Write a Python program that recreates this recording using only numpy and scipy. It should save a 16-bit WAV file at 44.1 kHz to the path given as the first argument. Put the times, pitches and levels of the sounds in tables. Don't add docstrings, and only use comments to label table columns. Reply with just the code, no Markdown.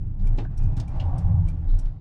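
import sys
import numpy as np
from scipy import signal
from scipy.fft import rfft, irfft
from scipy.io import wavfile
from scipy.ndimage import uniform_filter1d

SR = 44100
rng = np.random.default_rng(int(sys.argv[2]) if len(sys.argv) > 2 else 0)


def decibels_to_gain(level_db):
    exponent = np.asarray(level_db, float) / 20
    return 10 ** exponent


def transcribe(signal):
    frames = np.atleast_2d(signal).T
    limited = np.clip(frames, -1, 1)
    pcm = np.round(limited * 32767).astype(np.int16)
    wavfile.write(sys.argv[1], SR, pcm)


N = 88244

# (t/s, rumble level/dB, drone level/dB, tyre roar level/dB, hiss level/dB)
ROAD_LEVELS = [(0.1, -32, -49.5, -68, -76.5), (0.174, -40, -58, -63, -79), (0.268, -28, -40.5, -55, -64.5),
               (0.29, -27.5, -49.5, -58, -69), (0.374, -37.5, -42.5, -53.5, -69.5),
               (0.39, -27.5, -34.5, -51.5, -61), (0.458, -32.5, -41.5, -51, -66),
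               (0.474, -31, -53.5, -67, -78.5), (0.522, -26, -50, -54, -71),
               (0.576, -35.5, -50, -63, -72.5), (0.596, -29, -47, -57, -64),
               (0.734, -27.5, -48.5, -49, -68.5), (0.76, -37.5, -52.5, -58, -71),
               (0.776, -26.5, -42.5, -47.5, -59.5), (0.824, -33, -45, -51.5, -65),
               (0.856, -32.5, -54.5, -57, -71), (0.952, -27.5, -47.5, -45, -62),
               (1.142, -31, -43.5, -42, -66.5), (1.168, -24.5, -43, -41, -64.5),
               (1.232, -34, -50, -49, -64), (1.3, -25, -45.5, -44.5, -67), (1.454, -23.5, -55, -53.5, -70),
               (1.47, -30.5, -48, -53.5, -63.5), (1.57, -32, -50, -61, -72),
               (1.666, -36.5, -49, -55, -69.5), (1.888, -38, -52.5, -61.5, -70),
               (1.972, -41, -59.5, -62, -80.5), (2.0, -46, -58, -71, -83)]
# (f/Hz, relative level per Hz/dB)
RUMBLE_COLOUR = [(25, -30), (40, -4), (55, -3), (66, -6), (90, -3), (120, -5), (140, -11), (170, -18),
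                 (200, -26), (300, -50), (500, -120)]
DRONE_COLOUR = [(110, -33), (190, -9), (210, -8), (275, -4.5), (415, -18), (500, -20), (650, -37),
                (1100, -120)]
ROAR_COLOUR = [(250, -37), (430, -14.5), (477, -9.5), (527, -11), (579, 1.5), (674, -4.5), (760, 2),
               (1080, -10), (1170, -9), (1260, -27.5), (1500, -25), (1950, -50), (3300, -120)]
HISS_COLOUR = [(760, -29), (1300, -0.5), (2340, -11.5), (2570, -11.5), (3640, -17), (4400, -21),
               (5060, -21), (8260, -29.5), (12600, -41.5), (14200, -55)]
PATCH_DB, FLICKER_DB = 1, 1

# (t/s, cycle rate f/Hz, load level/dB)
ENGINE_RUN = [(0, 29, -30), (1.0, 29, -24), (1.12, 28.8, -12), (1.22, 28.3, -4), (1.32, 27.8, 0),
              (1.45, 27.2, -3), (1.62, 26.9, -5), (1.7, 26.8, -16), (2, 26.6, -22)]
# (multiple of the cycle rate, level at 0 dB load/dB)
ENGINE_HUM = [(2, -32), (3, -23), (5, -41), (6, -32)]
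WAVER = 0.005
ORDER_FLUTTER_DB = 1.8

# (t/s, peak level of the first ring/dB)
TOCK_STROKES = [(0.2683, -50.5), (0.877, -52), (1.4824, -48)]
# (t/s, peak level of the first ring/dB)
TICK_STROKES = [(0.574, -48.5), (1.1802, -46), (1.7873, -45.5)]
# (f/Hz, relative level/dB, time to die by 60 dB t60/s)
TOCK_RINGING = [(2370, 0, .035), (3150, -9, .015), (4950, -11, .015), (5590, -10, .015), (7750, -10, .012),
                (8700, -10, .012), (9400, -11, .012)]
TICK_RINGING = [(1550, -6, .015), (2490, -8, .015), (3570, -10, .012), (5590, 0, .04), (5760, -6, .03),
                (7700, -8, .015), (8500, -2, .02), (9100, -6, .015), (10300, -9, .012)]
BOUNCE_S, BOUNCE_DB, RELAY_CRACK_DB = 0.0035, 2.5, -3

# (t/s, level before rise and decay/dB, centre f/Hz, width/octaves, t60/s)
NOISE_BURSTS = [(0.191, -68, 3500, 0.67, 0.25), (.372, -54, 2440, 1.1, 0.1), (0.382, -43.5, 2310, 0.8, 0.1),
                (.385, -42, 756, 0.54, 0.13), (0.628, -61, 5450, 0.51, 0.12),
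                (.715, -70, 4000, 0.65, 0.084), (.765, -50.5, 3950, 0.94, 0.11),
                (0.7973, -38, 3960, 0.82, 0.045), (0.997, -43, 2780, 0.7, 0.075),
                (1.678, -69, 3860, 0.39, 1.04), (1.686, -69.5, 3940, 0.1, 0.59),
                (0.279, -69.5, 2600, 0.38, 0.19), (1.854, -55.5, 3280, 0.65, 0.049)]
SPIKES_PER_S = 1100
# (t/s, peak level/dB, f/Hz, t60/s)
SINGLE_PINGS = [(.451, -42, 1600, .025), (.9985, -38, 2850, .02)]
# (f/Hz, relative level/dB, t60/s)
DOOR_RINGING = [(266, 0, .16), (350, -7, .08), (440, -9, .06), (727, -7, .08), (830, -7, .08),
                (1030, -12, .05)]
KNOCK_S, KNOCK_DB = 0.383, -27.5
# (t/s, peak level/dB)
WHISTLE_LEVELS = [(.42, -90), (.47, -77), (.58, -77), (.615, -65), (.7, -67), (.79, -71), (.85, -80),
                  (.9, -95)]
WHISTLE_HZ = 2490
BURST_RISE_S, STRIKE_S = 0.005, 0.0015

CAB_T60_S, CAB_DB, CAB_TOP_HZ = 0.13, -9, 4000

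# (centre t/s, rms level at the centre/dB, f/Hz, length/s)
PANEL_SHUDDERS = [(.04, -28, 70, .08), (.21, -38, 190, .08), (.24, -30, 88, .08), (.33, -29, 115, .05),
                  (.43, -30, 120, .06), (.52, -32, 100, .06), (.65, -26, 117, .08), (.69, -27, 92, .08),
                  (.8, -29, 112, .05), (.82, -30, 72, .06), (.97, -29, 55, .08), (1.075, -21, 86, .05),
                  (1.15, -28, 130, .04), (1.33, -28, 104, .2), (1.44, -31, 138, .06), (1.76, -28, 90, .1)]
# (t/s, pitch f/Hz, rms level/dB)
BODY_BOOM = [(0.02, 23.37, -29.5), (0.14, 27.13, -32.5), (0.174, 27.87, -32), (0.218, 27.65, -18.5),
             (0.344, 28, -17), (0.4, 28.46, -26.5), (0.548, 26.2, -30.5), (0.614, 26.3, -16.5),
             (0.808, 26.7, -30.5), (0.852, 27.64, -45), (0.952, 23.09, -24.5), (1.088, 22.7, -38.5),
             (1.134, 23.6, -18.5), (1.204, 28.25, -45), (1.254, 30.05, -17), (1.332, 31.16, -33),
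             (1.48, 30.72, -23), (1.552, 30.55, -33.5), (1.59, 29.16, -34.5), (1.63, 29.8, -37.5),
             (1.684, 28.4, -17.5), (1.75, 28.1, -13), (1.812, 29.8, -29), (1.856, 28.4, -17.5),
             (1.894, 28.5, -25), (2.0, 31.1, -52)]


def read(points, hz):
    f, value = np.transpose(points)
    return np.interp(np.log(hz + 1), np.log(f + 1), value, left=-120, right=-120)


def curve(table, col):
    rows = np.array(table)
    return np.interp(np.arange(N) / SR, rows[:, 0], rows[:, col])


def evened(x):
    return x / np.sqrt(np.mean(x ** 2) + 1e-20)


def add(mix, s, sound):
    part = mix[round(s * SR):][:len(sound)]
    part += sound[:len(part)]


def drift(top_hz):
    t = np.arange(N) / SR
    rates = np.geomspace(top_hz / 10, top_hz, num=12)
    return evened(sum(np.sin(2 * np.pi * (f * t + rng.random())) for f in rates))


def noise(spectrum, size):
    frames = 4 * N // size + 5
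    hz = np.fft.rfftfreq(size, 1 / SR)
    real, imaginary, patches = rng.standard_normal((frames, len(hz), 3)).T
    patches = uniform_filter1d(patches, size=8, axis=0)
    patches = evened(uniform_filter1d(patches, size=8, axis=1))
    flicker = evened(uniform_filter1d(rng.standard_normal(frames), size=3))
    level_db = read(spectrum, hz)[:, None] + PATCH_DB * patches + FLICKER_DB * flicker
    spectra = (real + 1j * imaginary) * decibels_to_gain(level_db)
    sound = signal.istft(spectra, nperseg=size, noverlap=3 * size // 4)[1]
    return evened(sound[:N])


def ring(modes):
    t = np.arange(SR // 4) / SR
    tones = sum(decibels_to_gain(db - 60 * t / t60) * np.sin(2 * np.pi * hz * t) for hz, db, t60 in modes)
    struck = tones * np.minimum(t / STRIKE_S, 1)
    return struck / abs(struck).max()


def noise_burst(db, centre_hz, octaves, t60):
    t = np.arange(16384) / SR
    hz = np.fft.rfftfreq(16384, 1 / SR)
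    spiky = rng.standard_normal(len(t))
    strong = rng.random(len(t)) < SPIKES_PER_S / SR
    spiky *= 0.61 + 1.9 * strong
    colour = np.exp(-0.5 * (np.log2((hz + 1) / centre_hz) / octaves) ** 2)
    coloured = evened(irfft(rfft(spiky) * colour))
    return decibels_to_gain(db - 60 * t / t60) * np.minimum(t / BURST_RISE_S, 1) * coloured


def cab(x):
    taps = np.zeros(SR // 3)
    slots = np.arange(80, len(taps) - 20, 20)
    at = slots + rng.integers(0, 20, len(slots))
    taps[at] = rng.choice([-1., 1.], len(at))
    taps *= decibels_to_gain(-60 * np.arange(len(taps)) / SR / CAB_T60_S)
    taps = signal.lfilter(*signal.butter(1, CAB_TOP_HZ, fs=SR), taps)
    return signal.fftconvolve(x, taps / np.linalg.norm(taps))[:N]


def road():
    # colour, block length in samples, trim in dB
    layers = [(RUMBLE_COLOUR, 2048, 1.5), (DRONE_COLOUR, 2048, -0.7),
              (ROAR_COLOUR, 1024, -0.7), (HISS_COLOUR, 512, 3.0)]
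    out = np.zeros(N)
    for col, (colour, size, trim_db) in enumerate(layers, start=1):
        out += decibels_to_gain(curve(ROAD_LEVELS, col) + trim_db) * noise(colour, size)
    return out


def engine():
    rate = curve(ENGINE_RUN, 1) * (1 + WAVER * drift(4.7))
    turns = np.cumsum(rate) / SR
    hum = np.zeros(N)
    for multiple, db in ENGINE_HUM:
        level = decibels_to_gain(db + ORDER_FLUTTER_DB * drift(9.0))
        hum += level * np.sin(2 * np.pi * (multiple * turns + rng.random()))
    return np.sqrt(2) * decibels_to_gain(curve(ENGINE_RUN, 2)) * hum


def whistle():
    level = decibels_to_gain(curve(WHISTLE_LEVELS, 1) + 1.9 * drift(30.0))
    return level * np.sin(2 * np.pi * WHISTLE_HZ * np.arange(N) / SR)


def bursts_pings_and_knock():
    out = np.zeros(N)
    for s, *burst in NOISE_BURSTS:
        add(out, s, noise_burst(*burst))
    for s, db, hz, t60 in SINGLE_PINGS:
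        add(out, s, decibels_to_gain(db) * ring([(hz, 0, t60)]))
    add(out, KNOCK_S, decibels_to_gain(KNOCK_DB) * ring(DOOR_RINGING))
    return out


def relay():
    out = np.zeros(N)
    for strokes, modes in ((TOCK_STROKES, TOCK_RINGING), (TICK_STROKES, TICK_RINGING)):
        for s, db in strokes:
            add(out, s, decibels_to_gain(db) * ring(modes))
            add(out, s + BOUNCE_S, decibels_to_gain(db + BOUNCE_DB) * ring(modes))
            add(out, s, noise_burst(db + RELAY_CRACK_DB, 6500, 1.0, 0.067))
    return out


def shudders():
    out = np.zeros(N)
    for s, db, hz, length in PANEL_SHUDDERS:
        t = np.arange(N) / SR - s
        swell = np.exp(-(2 * t / length) ** 2)
        out += decibels_to_gain(db) * swell * np.sin(2 * np.pi * (hz * t + rng.random()))
    return np.sqrt(2) * out


def boom():
    turns = np.cumsum(curve(BODY_BOOM, 1)) / SR
    return np.sqrt(2) * decibels_to_gain(curve(BODY_BOOM, 2)) * np.sin(2 * np.pi * turns)


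def scene():
    small = relay() + whistle() + bursts_pings_and_knock()
    mix = boom() + shudders() + engine() + road() + small + decibels_to_gain(CAB_DB) * cab(small)
    return mix[None]


def top_cut(x):
    return signal.sosfilt(signal.butter(12, 14320, fs=SR, output="sos"), x)


def record(dry):
    dull = signal.sosfilt(signal.butter(4, 10500, fs=SR, output="sos"), dry)
    return top_cut(dull)


dry = scene()
out = record(dry)
transcribe(out)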